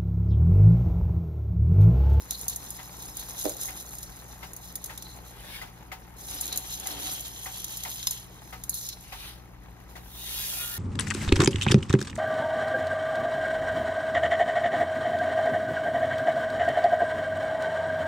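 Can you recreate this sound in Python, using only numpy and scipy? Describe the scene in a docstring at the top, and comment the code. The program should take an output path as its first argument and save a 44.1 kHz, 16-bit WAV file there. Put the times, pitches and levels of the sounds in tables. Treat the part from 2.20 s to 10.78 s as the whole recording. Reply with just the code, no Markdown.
"""A pot of water boils in a small kitchen: ringing bubbles over washing noise, plops and two surges of foam. On
the electric coil below, water sizzles, spits and whistles as noise bursts coloured by a ringing drip pan; the
hot metal ticks once. A bowl bumps against the pot, setting its modes ringing, with a noisy boom. Two handfuls
of dry noodles rustle as granular noise, the pot foaming up between them, and more slide out of the tipped bowl,
whose wall rings. Behind it all, steady mains hum and a wavering motor hum are sines, over a rumble of filtered
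noise."""
import sys
import numpy as np
from scipy import signal
from scipy.fft import rfft, irfft
from scipy.io import wavfile
from scipy.ndimage import map_coordinates

SR = 44100
rng = np.random.default_rng(int(sys.argv[2]) if len(sys.argv) > 2 else 0)


def file_out(sig):
    """Save sig as 16-bit WAV at sys.argv[1]."""
    # one column per channel
    cols = np.atleast_2d(sig).T
    # limit, then scale
    lim = np.clip(cols, -1, 1)
    pcm = np.round(lim * 32767).astype(np.int16)
    wavfile.write(sys.argv[1], SR, pcm)


N = 378378
TIME = np.arange(N) / SR
BINS_HZ = np.arange(N // 2 + 1) * SR / N

# resonances of the drip pan under the coil: (frequency [Hz], width [Hz], level [dB])
PAN = [(3857, 570, 7.5), (4074, 150, 2.5), (5110, 20, -0.5), (6260, 910, -5), (5900, 1060, 3)]
# spectrum of the hiss on the coil: (frequency [Hz], density [dB per Hz])
HISS = [(2500, -66), (4500, -12), (5800, -8.5), (6600, 5.5), (7600, -2.5), (10000, 5), (12500, -2),
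        (15500, -1)]
# resonances of the pot: (frequency [Hz], width [Hz], level [dB])
POT_AIR = [(297.5, 22, 8.5), (757.7, 8.7, 14), (909, 10.5, 10), (1270, 10, 2.5), (2030, 29, 10.5),
           (2275, 8.3, -4.5), (2440, 60, -4)]
# water spilt on the coil flares up quickly and boils dry
SPILL_RISE_DB_PER_S, SPILL_DRY_DB_PER_S = 500, 250


def from_db(db):
    """Decibels to gain."""
    return np.exp(np.asarray(db) * (np.log(10) / 20))


def rms_one(x):
    """Scale to unit power."""
    return x / np.sqrt(np.mean(x ** 2) + 1e-20)


def level(rows, axis=1):
    """Gain over time from one dB column of a curve; silent more than 0.1 s outside it."""
    rows = np.array(rows)
    inside = (TIME >= rows[0, 0] - .1) * (TIME <= rows[-1, 0] + .1)
    return from_db(np.interp(TIME, rows[:, 0], rows[:, axis])) * inside


def drift(rate):
    """Random wander: straight lines between normal draws of spread 1, `rate` draws per second."""
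    knots = rng.standard_normal(N // 100)
    return np.interp(TIME * rate, np.arange(len(knots)), knots)


def fade(t, t60):
    """Exponential decay that starts at t = 0 and loses 60 dB in t60 seconds."""
    return from_db(-60 * np.maximum(t, 0) / t60) * (t >= 0)


def swell(s, length, rise_db_per_s, fall_db_per_s):
    """Gain that rises to 1 at time s, holds for its length and dies away."""
    rise = rise_db_per_s * np.maximum(s - TIME, 0)
    fall = fall_db_per_s * np.maximum(TIME - s - length, 0)
    return from_db(-rise - fall)


def add(track, s, sound):
    """Mix a short sound into a track at time s."""
    at = max(round(s * SR), 0)
    track[at:at + len(sound)] += sound[:N - at]


def colour(x, spectrum):
    """Give a white signal a smooth spectrum, rolled off below its first row, keeping its power."""
    hz, db = np.transpose(spectrum)
    low_cut = np.minimum(BINS_HZ / hz[0], 1) ** 2
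    gain = from_db(np.interp(np.log(BINS_HZ + 1), np.log(hz), db)) * low_cut
    return irfft(rfft(x) * rms_one(gain), N)


def resonate(x, modes):
    """Parallel two-pole resonances of (Hz, width, dB), about keeping the power of a white signal."""
    out, power = 0, 0
    for k, (hz, width, db) in enumerate(modes):
        r = np.exp(-np.pi * width / SR)
        gain = from_db(db) * (-1) ** k * (1 - r * r) / 2  # alternating signs
        poles = [1, -2 * r * np.cos(2 * np.pi * hz / SR), r * r]
        out = out + signal.lfilter([gain, 0, -gain], poles, x + 1e-18)
        power += from_db(db) ** 2 * np.pi * width / SR
    return out / np.sqrt(power)


def diffuse():
    """White stereo noise whose two sides are more or less alike at each pitch."""
    # likeness of the two sides: (frequency [Hz], likeness [0-1])
    likeness = [(90, .95), (300, .25), (2700, .55), (6500, .3), (7900, .97), (14500, .82)]
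    alike = np.interp(BINS_HZ, *np.transpose(likeness))
    mid, side = rfft(rng.standard_normal((2, N)))
    sides = np.sqrt(1 + alike) * mid + np.sqrt(1 - alike) * side * [[1], [-1]]
    return rms_one(irfft(sides, N))


def grains(per_s, spread_db):
    """Random clicks of uneven size, unit power."""
    sizes = from_db(spread_db * np.minimum(rng.exponential(1, N), 4))
    return rms_one(sizes * rng.choice([-1, 1], N) * (rng.random(N) < per_s / SR))


def crackle(per_s, spread_db, burst_t60, smooth_db):
    """Tiny bursts, each a puff of noise, over an even hiss; stereo, unit power."""
    decay = from_db(-120 / (burst_t60 * SR))  # of the power, hence twice the dB
    bursts = signal.lfilter([1], [1, -decay], grains(per_s, spread_db) ** 2 + 1e-18)
    return rms_one(np.sqrt(bursts / bursts.mean() + from_db(smooth_db) ** 2) * diffuse())


def bubbles(low_hz, high_hz, per_s, cycles, spread_db=3.3, count=10):
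    """Small bubbles, each ringing at one of `count` pitches after a click; unit power."""
    clicks = grains(per_s, spread_db)
    dealt = rng.integers(0, count, N)  # which pitch each click gets
    pitches = enumerate(np.geomspace(low_hz, high_hz, count))
    return rms_one(sum(resonate(clicks * (dealt == k), [(hz, 2 * hz / cycles, 0)]) for k, hz in pitches))


def mottle(x, depth_db, patch_hz, per_s=20):
    """Narrow bands swell and fade on their own, so the colour keeps shifting; unit power."""
    hz, s, cells = signal.stft(x, SR, nperseg=512)
    grid = np.meshgrid(hz / patch_hz, s * per_s, indexing="ij")
    field = map_coordinates(rng.standard_normal(cells.shape[1:]), grid, order=1, mode="wrap")
    return rms_one(signal.istft(cells * from_db(depth_db * field), SR)[1][..., :N])


def strike(blows, modes):
    """Every blow (s, dB) sets the same decaying modes (Hz, dB, t60) ringing."""
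    t, out = np.arange(SR // 3) / SR, np.zeros(N)
    ring = sum(from_db(db) * fade(t, t60) * np.sin(2 * np.pi * hz * t) for hz, db, t60 in modes)
    for s, db in blows:
        add(out, s, from_db(db) * ring)
    return out


def widen(x, lags):
    """Widen the stereo: at each pitch the left side lags the right by a set phase, half on either side."""
    lag = np.interp(BINS_HZ, *np.transpose(lags))
    return irfft(rfft(x) * np.exp(.5j * lag * [[-1], [1]]), N)


def appliances(waver_db=1.5):
    """A wavering motor hum of rotation orders and a steady mains hum, over the rumble of moving air."""
    motor_hz, mains_hz, mains_db = 59.3, 120, -56.5
    # the motor's orders: (multiple of its frequency, level [dB])
    motor_orders = [(1, -52.5), (3, -60.5), (5, -75)]
    # spectrum of the moving air: (frequency [Hz], density [dB per Hz])
    air_spectrum = [(30, -30), (42, 8), (72, -3), (140, -3), (500, -17), (4000, -69)]
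    motor = sum(from_db(db + waver_db * drift(2.38)) * np.cos(2 * np.pi * order * motor_hz * TIME)
                for order, db in motor_orders)
    mains = from_db(mains_db) * np.sin(2 * np.pi * mains_hz * TIME)
    rumble = from_db(-53.0) * colour(diffuse(), air_spectrum)
    return (np.sqrt(2) * (motor + mains) + rumble) * from_db([[1.2], [-1.2]])  # a little to the left


def bump(low_cut_hz=270, room_db=-31, room_t60=0.3):
    """The bowl knocks against the pot, whose body rings with a dull knock, mostly on the right, followed by the
    boom of the kitchen."""
    # the bowl grazes, bumps and rebounds: (time [s], left level [dB], right level [dB])
    knocks = [(1.2465, -46, -24), (1.2553, -27, -11), (1.2651, -23, -33)]
    # what the bump rings with: (frequency [Hz], level [dB], t60 [s])
    knock_modes = [(300, -9, 0.1), (400, -12, 0.098), (502, -7, 0.062), (613, -12, 0.1), (770, -19.5, 0.12),
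                   (1240, -18, 0.0075)]
    left_knock = strike([(s, left) for s, left, right in knocks], knock_modes)
    right_knock = strike([(s, right) for s, left, right in knocks], knock_modes)
    room = resonate(diffuse(), [(320, 35, 0), (550, 107, -0.83)])
    boom = from_db(room_db) * fade(TIME - knocks[1][0], room_t60) * room
    low_cut = signal.butter(4, low_cut_hz, "high", fs=SR, output="sos")
    return signal.sosfilt(low_cut, np.array([left_knock, right_knock]) + boom)


def noodles(catch_db=2):
    """Brittle strands rub on each other, then swish over the bowl, whose wall rings fitfully as they catch."""
    # handfuls of dry noodles rubbing as they drop in: (time [s], length [s], level [dB])
    drops = [(3.354, 0.015, -39.5), (7.017, 0.076, -42)]
    # spectrum of the falling handfuls: (frequency [Hz], density [dB per Hz])
    rustle = [(300, -27), (900, -2), (3400, 7), (7000, -6.5), (10000, 1), (15000, -8)]
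    # the bowl is tipped and the noodles slide out: (time [s], level [dB])
    slide = [(7.8, -59), (7.97, -43), (8.04, -40), (8.19, -31.5), (8.41, -32.5), (8.58, -35.5)]
    # spectrum of the sliding noodles: (frequency [Hz], density [dB per Hz])
    swish = [(500, -26.5), (4600, -18.5), (10500, -13.5), (15500, -17.5)]
    # resonances of the bowl's wall: (frequency [Hz], width [Hz], level [dB])
    bowl = [(1422, 17, -8), (1830, 90, -14), (2510, 43, -18), (2860, 45, -11), (3320, 160, -9),
            (3720, 400, -2.5)]
    bowl_db, bowl_s, bowl_length_s, lag_s_per_octave = -41.5, 8.04, 0.26, 0.28

    rubbing = crackle(per_s=2200, spread_db=1.7, burst_t60=0.004, smooth_db=-1)
    rubbing = mottle(rubbing, depth_db=4.5, patch_hz=150)
    handfuls = sum(from_db(db) * swell(s, length, rise_db_per_s=80, fall_db_per_s=199)
                   for s, length, db in drops)
    wall = 0
    for hz, width, db in bowl:
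        # as the bowl empties, ever lower modes are freed
        freed_s = bowl_s + lag_s_per_octave * np.log2(bowl[-1][0] / hz)
        ringing = swell(freed_s, bowl_length_s, rise_db_per_s=130, fall_db_per_s=27)
        catching = from_db(bowl_db + db + catch_db * drift(28))
        wall = wall + catching * ringing * resonate(rubbing, [(hz, width, 0)])
    left_of_centre = (handfuls * colour(rubbing, rustle) + wall) * from_db([[.9], [-.9]])
    return left_of_centre + level(slide) * colour(rubbing, swish)


def metal_tick():
    """The hot metal ticks once: a sharp blow sets its decaying modes ringing."""
    # the one tick: (time [s], level [dB])
    ticks = [(5.8705, -27)]
    # what the metal rings with: (frequency [Hz], level [dB], t60 [s])
    tick_modes = [(1030, -7, 0.03), (5080, -1.5, 0.13), (5150, 3, 0.058)]
    return strike(ticks, tick_modes)


def whistles(waver_db=5.0):
    """Steam squeezed out under a skating drop sings hoarsely: wavering noise through one resonance."""
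    # the whistles: (time [s], length [s], level [dB], frequency [Hz], width [Hz])
    squeals = [(0.122, 0.024, -44.5, 4110, 200), (2.815, 0.11, -54, 4100, 200),
               (4.316, 0.0099, -36.5, 4020, 230), (6.527, 0.19, -50, 4150, 230),
               (6.635, 0.052, -42.5, 5300, 1100)]
    steam = diffuse() * from_db(waver_db * drift(130))
    out = 0
    for s, length, db, hz, width in squeals:
        gain = from_db(db) * swell(s, length, SPILL_RISE_DB_PER_S, SPILL_DRY_DB_PER_S)
        out = out + gain * resonate(steam, [(hz, width, 0)])
    return out


def spits(fry_db=-18):
    """A drop flashes to steam with a crack, then fries away, hissing and ringing the drip pan."""
    # drops hitting the coil: (time [s], level [dB], coarse sputter relative to it [dB])
    drops = [(.108, -25.5, 1.5), (.1915, -39, -20), (0.212, -34.5, -14), (.281, -22, -19), (.296, -32, -16),
             (.36, -28, -29), (.504, -31, -30), (0.969, -31.5, -14), (0.995, -34.5, -24), (1.24, -31, -5),
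             (1.252, -35, 6), (1.294, -30.5, -22), (1.367, -37, -18), (1.412, -31, -11), (1.4774, -40, -10),
             (1.609, -40.5, -22), (1.784, -35.5, -11), (1.829, -36, -2), (2.333, -37.5, -23),
             (2.364, -36.5, -21), (2.555, -28.5, -4.5), (2.641, -31, -7), (2.659, -36.5, -3),
             (2.776, -35.5, 2.5), (2.823, -39, 6), (4.21, -25, -20), (4.278, -36, 6), (4.326, -31.5, 10),
             (4.359, -30, -17), (4.3741, -24, -23), (4.598, -32.5, -17), (4.671, -29, 0), (4.8304, -37, -2),
             (5.0075, -35, -16), (5.443, -29.5, 4), (5.571, -31.5, -6), (5.6345, -31.5, 4.5),
             (5.694, -40, -3), (5.828, -38, 13.5), (5.87, -22.5, 7.5), (5.909, -25, -7), (6.437, -33, -5),
             (6.4943, -22.5, -35), (6.542, -31, -15), (6.688, -33, 5)]
    t = np.arange(SR // 4) / SR
    crack_and_fry = fade(t, .026) + from_db(fry_db) * fade(t, .18)
    shape = (1 - np.exp(-t / .0005)) * crack_and_fry
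    fine, coarse = np.zeros((2, N))
    for s, db, coarse_db in drops:
        add(fine, s, from_db(db) * shape)
        add(coarse, s, from_db(db + coarse_db) * shape)
    noise = diffuse()
    return from_db(6.5) * colour(fine * noise, HISS) + from_db(-3.5) * resonate(coarse * noise, PAN)


def sizzle(patchy_db=2, flutter_db=2.5):
    """Water fries on the coil: fine bursts hiss, tiny bubbles fizz, coarse bursts ring in the drip pan."""
    # the film of water that keeps frying, renewed when the pot foams up: (time [s], level [dB])
    film = [(0, -46), (.85, -42.5), (1.7, -43), (2.1, -49), (3.0, -50.5), (3.955, -62), (3.995, -42.5),
            (5.9, -37.5), (6.12, -52.5), (6.85, -51.5), (7.35, -63.5), (7.7, -60)]
    film_sputter_db = -3.5  # its coarse sputter relative to its hiss
    # water slopping onto the coil: (time [s], length [s], level [dB], coarse sputter relative to it [dB])
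    spills = [(0.127, 0.21, -42, -5), (1.183, 0.11, -37, -5), (1.423, 0.046, -34, -7),
              (4.09, 0.18, -39.5, 0.5), (4.527, 0.019, -36, 3.5), (4.657, 0.28, -36.5, -6),
              (4.83, 0.044, -35.5, 3), (5.26, 0.047, -40.5, -4), (6.546, 0.12, -35.5, -9)]
    # the deep sputter while foam spills over: (time [s], level [dB])
    froth_curve = [(4.04, -79), (4.11, -65), (4.85, -45), (5.1, -52), (5.9, -52), (6.1, -64)]
    froth_hz, froth_width_hz = 3270, 310

    hiss_power = level(film) ** 2
    sputter_power = hiss_power * from_db(film_sputter_db) ** 2
    for s, length, db, sputter_db in spills:
        spill = from_db(db) * swell(s, length, SPILL_RISE_DB_PER_S, SPILL_DRY_DB_PER_S)
        hiss_power = hiss_power + spill ** 2
        sputter_power = sputter_power + (from_db(sputter_db) * spill) ** 2

    fine = crackle(per_s=280, spread_db=3.3, burst_t60=.012, smooth_db=-1)
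    fine = from_db(-3.7) * mottle(fine, depth_db=4, patch_hz=220)
    pops = from_db(-7.5) * crackle(per_s=90, spread_db=2.5, burst_t60=.004, smooth_db=-30)
    fizz = bubbles(low_hz=5000, high_hz=15000, per_s=1200, cycles=220, spread_db=3, count=18)
    hiss = np.sqrt(hiss_power) * (colour(fine + pops, HISS) + from_db(-7.5) * fizz)

    bursts = crackle(per_s=130, spread_db=2.0, burst_t60=0.14, smooth_db=-9.5)
    coarse = 0
    for hz, width, db in PAN:
        # as the drops skate about, now one and now another resonance of the pan stands out
        patchy = from_db(db + patchy_db * drift(16)) * np.sqrt(width)
        coarse = coarse + patchy * resonate(bursts, [(hz, width, 0)])
    chirps = bubbles(low_hz=3100, high_hz=7200, per_s=450, cycles=130, spread_db=3.5, count=18)
    sputter = np.sqrt(sputter_power) * (from_db(-6.0) * rms_one(coarse) + from_db(-11) * chirps)
    froth = level(froth_curve) * resonate(bursts, [(froth_hz, froth_width_hz, 0)])
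    return from_db(flutter_db * drift(30)) * (hiss + froth + sputter)


def plops(ring_t60=0.027, swell_s=0.0008, push_t60=0.038, splash_swell_s=0.0051, splash_t60=0.16):
    """The cavity of a bursting bubble pings, its push sets the pot ringing, and a little water splashes."""
    # big bubbles bursting: (time [s], level [dB], pitch [Hz])
    bursts = [(0.5894, -46, 1980), (1.483, -42.5, 2080), (2.227, -43, 2080), (2.696, -44, 1880),
              (3.414, -43, 2030), (3.47, -57.5, 1690), (3.716, -41, 2220), (4.656, -44.5, 2030),
              (5.259, -41.5, 1900), (5.65, -39.5, 2100), (6.325, -43.5, 2000), (6.922, -41.5, 2490),
              (7.7544, -46, 1950)]
    # spectrum of the splash: (frequency [Hz], density [dB per Hz])
    splash_spectrum = [(520, -4), (750, 3.5), (2700, -1.5), (5000, -7), (14000, -13.5)]
    t = np.arange(SR // 4) / SR
    rings, pushes, splashes = np.zeros((3, N))
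    for s, db, hz in bursts:
        ping = (1 - np.exp(-t / swell_s)) * fade(t, ring_t60) * np.sin(2 * np.pi * hz * t)
        add(rings, s, from_db(db) * ping)
        add(pushes, s, from_db(db) * fade(t, push_t60))
        add(splashes, s, from_db(db) * (1 - np.exp(-t / splash_swell_s)) * fade(t, splash_t60))
    noise = diffuse()
    pings = rings * from_db([[10.5], [5]])  # louder on the left
    pot_ring = from_db(9.0) * resonate(pushes * noise, POT_AIR[1:])
    return pings + pot_ring + from_db(7.5) * splashes * colour(noise, splash_spectrum)


def boil():
    """Bubbles ring over churning water, a deeper gurgle foams up, and the air in the pot rings along."""
    # the rolling boil: (time [s], level [dB])
    boil_curve = [(0, -49.5), (1.3, -45.5), (1.8, -49), (3.9, -49.5), (5.8, -49.5), (6.6, -52.5),
                  (8.58, -50)]
    # surges of foam between the two handfuls of noodles: (time [s], length [s], level [dB])
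    surges = [(4.128, 0.27, -51.5), (4.674, 0.2, -47)]
    # spectrum of the churning water: (frequency [Hz], density [dB per Hz])
    water = [(170, 4), (330, 3.5), (560, -4.5), (800, 7), (1300, -2.5), (2000, -3), (8000, -22.5)]
    # spectrum of the foam's gurgle: (frequency [Hz], density [dB per Hz])
    gurgle_spectrum = [(150, -12), (320, -5.5), (500, -6.5), (2000, -11), (4000, -7), (9000, -46)]
    simmer = from_db(-9) * bubbles(low_hz=330, high_hz=1900, per_s=350, cycles=22, spread_db=2)
    churn = crackle(per_s=150, spread_db=4.0, burst_t60=0.042, smooth_db=1.0)
    wash = from_db(-4.5) * colour(churn, water)
    glugs = crackle(per_s=280, spread_db=-9.0, burst_t60=0.088, smooth_db=-18.0)
    gurgle = from_db(4.0) * colour(glugs, gurgle_spectrum)
    hollow = resonate(diffuse(), POT_AIR[:3])
    foam = sum(from_db(db) * swell(s, length, rise_db_per_s=145, fall_db_per_s=89)
               for s, length, db in surges)
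    rolling = level(boil_curve) * (simmer + wash + from_db(-17.5) * hollow)
    return rolling + foam * (gurgle + from_db(-1.5) * hollow)


def scene():
    """The coil is straight ahead, the inside of the pot a little to the left."""
    # phase by which the left side lags the right, for the coil: (frequency [Hz], lag [rad])
    coil_lag = [(250, 0), (1900, 1.1), (2400, 2.9), (3100, 3.5), (4400, 6.1), (5300, 7.9), (7700, 9.35),
                (9200, 9.5), (11800, 12.55), (13600, 12.6), (15300, 15.65)]
    # the same for the pot: (frequency [Hz], lag [rad])
    pot_lag = [(100, 0), (1000, -1), (5500, -3), (9000, -3), (11800, 0)]
    coil = sizzle() + whistles() + spits() + metal_tick()
    pot = (boil() + plops()) * from_db([[1.1], [-1.1]]) + noodles()
    return widen(coil, coil_lag) + widen(pot, pot_lag) + bump() + appliances()


def record(dry):
    """A steep elliptic low-pass cuts the top."""
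    cutoff_hz = 15600
    return signal.sosfilt(signal.ellip(10, .2, 70, cutoff_hz, fs=SR, output="sos"), dry)


dry = scene()
out = record(dry)
file_out(out)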